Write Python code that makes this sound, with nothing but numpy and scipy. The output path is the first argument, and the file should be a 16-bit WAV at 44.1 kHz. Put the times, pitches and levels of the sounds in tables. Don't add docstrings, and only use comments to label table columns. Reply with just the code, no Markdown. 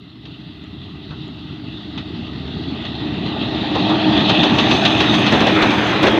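import sys
import numpy as np
from scipy import signal
from scipy.fft import rfft, irfft, next_fast_len
from scipy.io import wavfile
from scipy.ndimage import uniform_filter1d, minimum_filter1d, map_coordinates

SR = 44100
rng = np.random.default_rng(int(sys.argv[2]) if len(sys.argv) > 2 else 0)


def generate_wav(signal):
    frames = np.transpose(np.atleast_2d(signal))
    scaled = np.clip(frames, -1, 1) * 32767
    pcm = np.round(scaled).astype(np.int16)
    wavfile.write(sys.argv[1], SR, pcm)


N = 272979

# time in seconds, firings per second.
FIRING_RATE = [(0, 105), (3.5, 103.8), (4.5, 105.6), (5.4, 104), (6.19, 108.5)]
# multiple of the firing rate, relative level in dB, width in Hz.
ENGINE_LINES = [(3, -2.7, 10), (34 / 12, -5.5, 13), (2, -9.5, 10), (22 / 12, -16.5, 8.8),
                (13 / 12, -15.5, 6.5)]
# time in seconds, relative level in dB.
DRONE_SWELL = [(0.0, -47), (0.5, -43.0), (0.8, -43.5), (0.97, -47), (1.3, -40), (1.9, -37), (2.75, -37),
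               (3.12, -28.5), (3.45, -30.7), (3.93, -18.5), (4.4, -19.5), (4.82, -25), (5.0, -20.3),
               (5.3, -26.7), (5.5, -16.5), (5.8, -24.5), (6.19, -18)]
# frequency in Hz, relative power density in dB.
EXHAUST_NEAR_SPECTRUM = [(15, -34.5), (35, -29), (50, -27.5), (72, -9), (98, -8), (120, -2.5), (165, -3),
                         (205, 1.5), (255, -1.5), (320, -2.5), (400, -5.5), (470, -15.5), (900, -63),
                         (3000, -110)]
# frequency in Hz, relative density in dB.
EXHAUST_FAR_SPECTRUM = [(15, -27.5), (40, -24.5), (75, -1.5), (105, -5.5), (150, 2.5), (210, -2.5),
                        (260, -0.5), (320, -3), (345, -9), (400, -9), (470, -22), (900, -61), (3000, -110)]
# frequency in Hz, relative power density in dB.
CLATTER_SPECTRUM = [(250, -32), (480, -9.5), (630, 6), (740, 5), (920, 2.5), (1030, -20.5), (1180, -12.5),
                    (1500, -25.5), (2500, -25.5), (8000, -100)]
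# frequency in Hz, relative power density in dB.
RAIL_SPECTRUM = [(300, -52.5), (600, -6.5), (1400, -7), (1650, -11.5), (2300, -19.5), (2650, -3.5),
                 (3800, -1), (4300, -8.5), (5000, -22), (6000, -31), (6900, -35.5), (7600, -48.5),
                 (10000, -52.5), (15500, -74)]
# frequency in Hz, width in Hz, relative level in dB.
RAIL_RESONANCES = [(1177, 116, -2.5), (1896, 204, -3), (2600, 256, -1.5), (3480, 500, -2), (3520, 130, -11)]
# time in seconds, frequency ratio.
RAIL_PITCH_RATIO = [(0, 1.038), (2.3, 1.039), (3.4, 1.016), (4.6, .98), (6.19, .96)]
# frequency in Hz, width in Hz, relative level in dB.
CARRIED_BAND = [(3540, 500, -0.5)]
# time when level in seconds, relative level in dB.
BOGIES_LEVEL = [(5.54, 0), (6.17, 1.7)]
# frequency in Hz, relative power density in dB.
RATTLE_SPECTRUM = [(300, -24), (700, 2.5), (1200, 2), (1600, 2), (2000, 1), (2500, -0.5), (3700, -16.5),
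                   (4800, -17.5), (7000, -35.5), (9000, -42), (15500, -52)]
# frequency in Hz, relative power density in dB.
ROAR_SPECTRUM = [(60, -37.5), (150, -9.5), (280, 1), (400, 2), (550, 0.5), (750, -14.5), (1200, -13),
                 (3000, -56), (8000, -100)]
# frequency in Hz, relative power density in dB.
HISS_SPECTRUM = [(3000, -15), (4900, -20), (5500, -26), (5950, 11.5), (6700, 0.5), (7600, -11), (9000, -16),
                 (9900, -25), (12000, -20), (15500, -20.5)]
# frequency in Hz, relative level in dB, width in Hz.
DISC_MODES = [(2630, 14, 89), (5270, 2.5, 110), (6130, -3, 320), (9030, -25, 110), (10300, -29, 90),
              (11300, -28, 90), (13300, -31, 90), (14300, -32.5, 120)]
# frequency in Hz, relative power density in dB.
RUMBLE_SPECTRUM = [(15, -30), (35, -26), (52, -1), (75, 11.5), (130, 15.5), (180, -9.5), (350, -48),
                   (1500, -110)]
# start in seconds, frequency in Hz, level in dB, length in seconds.
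SQUEAK_EVENTS = [(0.015, 2060, -48.5, 0.05), (5.178, 9030, -49, .035), (5.753, 13300, -59, 0.068)]
# time in seconds, relative clank dB, relative thud dB, thud in Hz.
JOINT_BLOWS = [(0.2496, -26.5, -39, 690), (1.1029, -27, -28.5, 1280), (1.9729, -17, -31, 1220),
               (2.8476, -18, -39, 450), (3.7494, -13, -9, 700), (3.8918, -15, -8.5, 810),
               (4.291, -2.5, -9.5, 650), (4.4292, -4, -6.5, 700), (4.582, -3, -10.5, 670),
               (4.7062, -2.5, -11, 850), (4.8489, 0.5, -18, 750), (5.002, -2.5, -12, 645),
               (5.1377, -6, -22, 750), (5.2621, -5, -18, 830), (5.3219, -10, -3, 500),
               (5.4042, -9, -8.5, 780), (5.4654, -6.5, -7.5, 590), (5.6201, -7, -4, 450),
               (5.7025, -10.5, -14, 660), (6.029, -6, -2, 533), (6.0659, -6.5, -7, 690)]
# frequency in Hz, relative power density in dB.
CRACK_SPECTRUM = [(600, -8), (2000, 5), (4000, 0), (5000, -4.5), (6500, -9.5), (8000, -25.5),
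                  (10000, -37.5), (15500, -42)]
# frequency in Hz, relative power density in dB.
CLANK_SPECTRUM = [(300, -17), (900, -2), (2200, -12.5), (2750, 0.5), (3800, 0.5), (4400, -7), (5300, -20),
                  (6200, -21.5), (7600, -42), (10000, -51), (15500, -47.5)]
# frequency in Hz, relative power density in dB.
THUD_SPECTRUM = [(50, -20), (150, -2.5), (330, 4.5), (520, -2.5), (850, -5.5), (1400, -8.5), (3000, -26.5),
                 (10000, -91)]
# start in seconds, level in dB.
TICK_EVENTS = [(.642, -44), (1.280, -44)]

SPEED_M_PER_S, TRACK_M, LEVEL_S = 14.6, 4.78, 5.023
EXHAUST_PASS = dict(full_db=-18, reach_m=11.2, spread_db=6.5, halving_m=27.6, fade_db=4.5)
CLATTER_PASS = dict(full_db=-24, reach_m=15.4, spread_db=27, halving_m=56, fade_db=4.5)
RAIL_PASS = dict(full_db=-19.5, reach_m=10, spread_db=18.5, halving_m=58, fade_db=5)
CARRIED_PASS = dict(full_db=-38, reach_m=12, spread_db=2, halving_m=24.3, fade_db=4)
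WHEEL_PASS = dict(full_db=-44.5, reach_m=5.7, spread_db=16, halving_m=3.9, fade_db=6)
RUMBLE_PASS = dict(full_db=-35.5, reach_m=15, spread_db=6, halving_m=300, fade_db=1)
AIR_PASS = dict(full_db=-72.5, reach_m=15, spread_db=1.5, halving_m=125, fade_db=1)

FAR_COLOUR_M = 33.7
GRASS_HALVING_M = 17
CRACK_DB, CRACK_HALVING_M = -18, 13
DULL_HZ, DULL_HALVING_M = 14000, 15
CRACK_T60_S, CLANK_T60_S, THUD_T60_S = .066, .11, .16
TOP_HZ = 15600


def amp(db):
    return 10 ** (np.asarray(db) / 20)


def unit(x):
    return x / np.sqrt(np.mean(x ** 2) + 1e-20)


def seconds(count=N):
    return np.arange(count) / SR


def curve(rows):
    s, values = np.transpose(rows)
    return np.interp(seconds(), s, values)


def wobble(rate):
    knots = rng.standard_normal(4096)
    coarse = np.arange(0, N + 32, 32)
    values = map_coordinates(knots, [coarse * rate / SR], mode="mirror")
    return unit(np.interp(np.arange(N), coarse, values))


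def wavering(width_hz):
    return (wobble(2 * width_hz) + 1j * wobble(2 * width_hz)) / np.sqrt(2)


def colour(x, spectrum, modes=()):
    size = 2 * next_fast_len(len(x) // 2 + 1024)
    hz = np.fft.rfftfreq(size, 1 / SR)
    f, db = np.transpose(spectrum)
    power = amp(np.interp(np.log(hz + 1), np.log(f), db)) ** 2
    for centre, width, level in modes:
        power = power + amp(level) ** 2 / (1 + ((hz - centre) / width) ** 2) ** 3
    cepstrum = irfft(np.log(power + 1e-14) / 2)
    cepstrum[1:size // 2] *= 2
    cepstrum[size // 2 + 1:] = 0
    response = np.exp(rfft(cepstrum))
    return unit(irfft(rfft(x, size) * response, size)[:len(x)])


def noise(count=N):
    return rng.standard_normal(count)


def add(track, s, sound):
    room = track[max(round(s * SR), 0):][:len(sound)]
    room += sound[:len(room)]


def ahead(reach_m):
    return np.maximum(SPEED_M_PER_S * (LEVEL_S - seconds()) - reach_m, 0)


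def halved(gap_m, halving_m):
    return 20 * np.log10(2) * gap_m / halving_m


def passing(full_db, reach_m, spread_db, halving_m, fade_db):
    gap = ahead(reach_m)
    past_s = np.maximum(seconds() - LEVEL_S, 0)
    spreading = spread_db * np.log10(np.hypot(1, gap / TRACK_M))
    return full_db - spreading - halved(gap, halving_m) - fade_db * past_s


def puffs(firings, uneven_db, scatter_db, fade, count=12):
    index = firings.astype(int)
    cylinders = uneven_db * unit(noise(count))
    strength = amp(cylinders[index % count] + scatter_db * noise(2048)[index])
    return unit(strength * np.exp(-fade * (firings % 1)))


def exhaust(firings):
    gas = puffs(firings, uneven_db=1.5, scatter_db=0.9, fade=0.74)
    turn = np.pi / 2 * np.clip(1 - ahead(reach_m=12.7) / FAR_COLOUR_M, 0, 1)
    far = np.cos(turn) * colour(gas * noise(), EXHAUST_FAR_SPECTRUM)
    near = np.sin(turn) * colour(gas * noise(), EXHAUST_NEAR_SPECTRUM)
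    flutter_db = 0.91 * wobble(12) + 0.8 * wobble(5.015)
    return amp(passing(**EXHAUST_PASS) + flutter_db) * (far + near)


def drone(firings):
    lines = np.zeros(N)
    for order, db, width_hz in ENGINE_LINES:
        wander = 0.96 + 0.69 * wavering(width_hz)
        lines += amp(db) * np.real(wander * np.exp(2j * np.pi * order * firings))
    return amp(curve(DRONE_SWELL) + 1.76) * lines


def clatter(firings):
    knocks = puffs(firings, uneven_db=1.25, scatter_db=1.06, fade=.6)
    return amp(passing(**CLATTER_PASS)) * colour(knocks * noise(), CLATTER_SPECTRUM)


def engine():
    firings = np.cumsum(curve(FIRING_RATE) * (1 + .003 * wobble(6))) / SR
    return exhaust(firings) + drone(firings) + clatter(firings)


def rolling(grit_db, grit_rate, judder_db, judder_rate):
    return noise() * amp(grit_db * wobble(grit_rate) + judder_db * wobble(judder_rate))


def chatter(rate, t60_s, share):
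    struck = rng.random(N) < rate / SR
    size = rng.exponential(size=N)
    decay = amp(-60 * seconds(SR // 10) / t60_s) ** 2
    power = np.abs(signal.fftconvolve(struck * size, decay)[:N])
    return np.sqrt(1 - share + share * power / power.mean())


def patchy(x, depth_db):
    z = signal.stft(x, nperseg=512)[2]
    field = uniform_filter1d(noise(z.shape), size=5, axis=0)
    field = uniform_filter1d(field, size=14, axis=1)
    return unit(signal.istft(z * amp(depth_db * unit(field)), nperseg=512)[1][:N])


def rails():
    force = rolling(grit_db=-0.05, grit_rate=350, judder_db=0.5, judder_rate=25)
    force = force * chatter(rate=92, t60_s=0.076, share=0.16)
    ring = patchy(colour(force, RAIL_SPECTRUM, RAIL_RESONANCES), depth_db=2)
    sliding = map_coordinates(ring, [np.cumsum(curve(RAIL_PITCH_RATIO))], mode="mirror")
    silent_bed = [(20, -120), (20000, -120)]
    carried = patchy(colour(noise(), silent_bed, CARRIED_BAND), depth_db=5)
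    return amp(passing(**RAIL_PASS)) * sliding + amp(passing(**CARRIED_PASS)) * carried


def abreast(beam_m, steepness):
    power = np.zeros(N)
    for s, db in BOGIES_LEVEL:
        offset_m = SPEED_M_PER_S * (seconds() - s)
        power += amp(db) ** 2 / (1 + (offset_m / beam_m) ** 2) ** steepness
    return np.sqrt(power) * amp(-halved(ahead(reach_m=9.1), GRASS_HALVING_M))


def shaken(t60_s, depth):
    power, t = np.ones(N), seconds(SR)
    for s, _, thud_db, _ in JOINT_BLOWS:
        add(power, s, (depth * amp(thud_db - 60 * t / t60_s)) ** 2)
    return np.sqrt(power)


def wheel_discs():
    discs = np.zeros(N)
    for hz, db, width_hz in DISC_MODES:
        tone = np.real(wavering(width_hz) * np.exp(2j * np.pi * hz * seconds()))
        discs += amp(db) * tone * amp(2.0 * wobble(8.3))
    return discs


def bogies():
    force = rolling(grit_db=0.1, grit_rate=200, judder_db=0.5, judder_rate=35)
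    force = force * chatter(rate=54, t60_s=0.088, share=0.27)
    rattle = patchy(colour(force, RATTLE_SPECTRUM), depth_db=2.0) * abreast(beam_m=9.3, steepness=1.49)
    roar = colour(noise(), ROAR_SPECTRUM) * abreast(beam_m=4.1, steepness=1.72)
    treads = rolling(grit_db=2.0, grit_rate=400, judder_db=1.5, judder_rate=15)
    hiss = patchy(colour(treads, HISS_SPECTRUM), depth_db=2.0)
    wheels = amp(passing(**WHEEL_PASS)) * (hiss + amp(-6.0) * wheel_discs())
    return shaken(t60_s=0.43, depth=2.85) * (amp(-25.0) * rattle + amp(-23.0) * roar + wheels)


def ground_rumble():
    return amp(passing(**RUMBLE_PASS)) * colour(noise(), RUMBLE_SPECTRUM)


def air_hiss():
    return amp(passing(**AIR_PASS)) * noise()


def squeaks():
    track = np.zeros(N)
    for s, hz, db, length_s in SQUEAK_EVENTS:
        t = seconds(int(length_s * SR))
        tone = np.sin(2 * np.pi * hz * t + 1.1 * wobble(200)[:len(t)])
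        add(track, s, amp(db) * np.hanning(len(t)) * tone)
    return track


def dulled(spectrum, gap_m):
    hz, db = np.transpose(spectrum)
    return np.column_stack([hz, db - halved(gap_m, DULL_HALVING_M) * (hz / DULL_HZ) ** 3])


def burst(t, t60_s, spectrum, modes=(), rise_s=None):
    sound = colour(noise(len(t)), spectrum, modes) * amp(-60 * t / t60_s)
    return sound if rise_s is None else sound * (1 - np.exp(-t / rise_s))


def joints():
    track, t = np.zeros(N), seconds(SR // 3)
    gaps = ahead(reach_m=0)
    for s, clank_db, thud_db, thud_hz in JOINT_BLOWS:
        gap_m = gaps[round(s * SR)]
        blow = np.hypot(amp(clank_db), amp(thud_db))
        crack_gain = blow * amp(CRACK_DB - halved(gap_m, CRACK_HALVING_M))
        crack = burst(t, CRACK_T60_S, CRACK_SPECTRUM)
        clank = burst(t, CLANK_T60_S, dulled(CLANK_SPECTRUM, gap_m), RAIL_RESONANCES, rise_s=0.0024)
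        thud = burst(t, THUD_T60_S, THUD_SPECTRUM, [(thud_hz, 420, 3)], rise_s=0.0072)
        hit = crack_gain * crack + amp(clank_db - 7.5) * clank + amp(thud_db - 3.5) * thud
        add(track, s + .002, hit)
    return track


def ticks():
    track, t = np.zeros(N), seconds(SR // 50)
    for s, db in TICK_EVENTS:
        ring = np.sin(2 * np.pi * 6950 * t) * (1 - np.exp(-t / .0005)) * amp(-60 * t / .008)
        add(track, s, amp(db) * ring)
    return track


def scene():
    train = engine() + rails() + bogies() + ground_rumble() + air_hiss()
    events = squeaks() + joints() + ticks()
    opening = amp(curve([(.15, -3), (.27, 0)]))
    return (opening * (train + events))[None]


def record(dry):
    needed = np.minimum(1, .9 / (np.abs(dry) + 1e-9))
    gain = uniform_filter1d(minimum_filter1d(needed, size=200), size=180)
    stop = np.minimum(1, np.arange(N)[::-1] / 150)
    low_pass = signal.ellip(12, .1, 90, TOP_HZ, fs=SR, output="sos")
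    return signal.sosfilt(low_pass, dry * gain * stop)


dry = scene()
out = record(dry)
generate_wav(out)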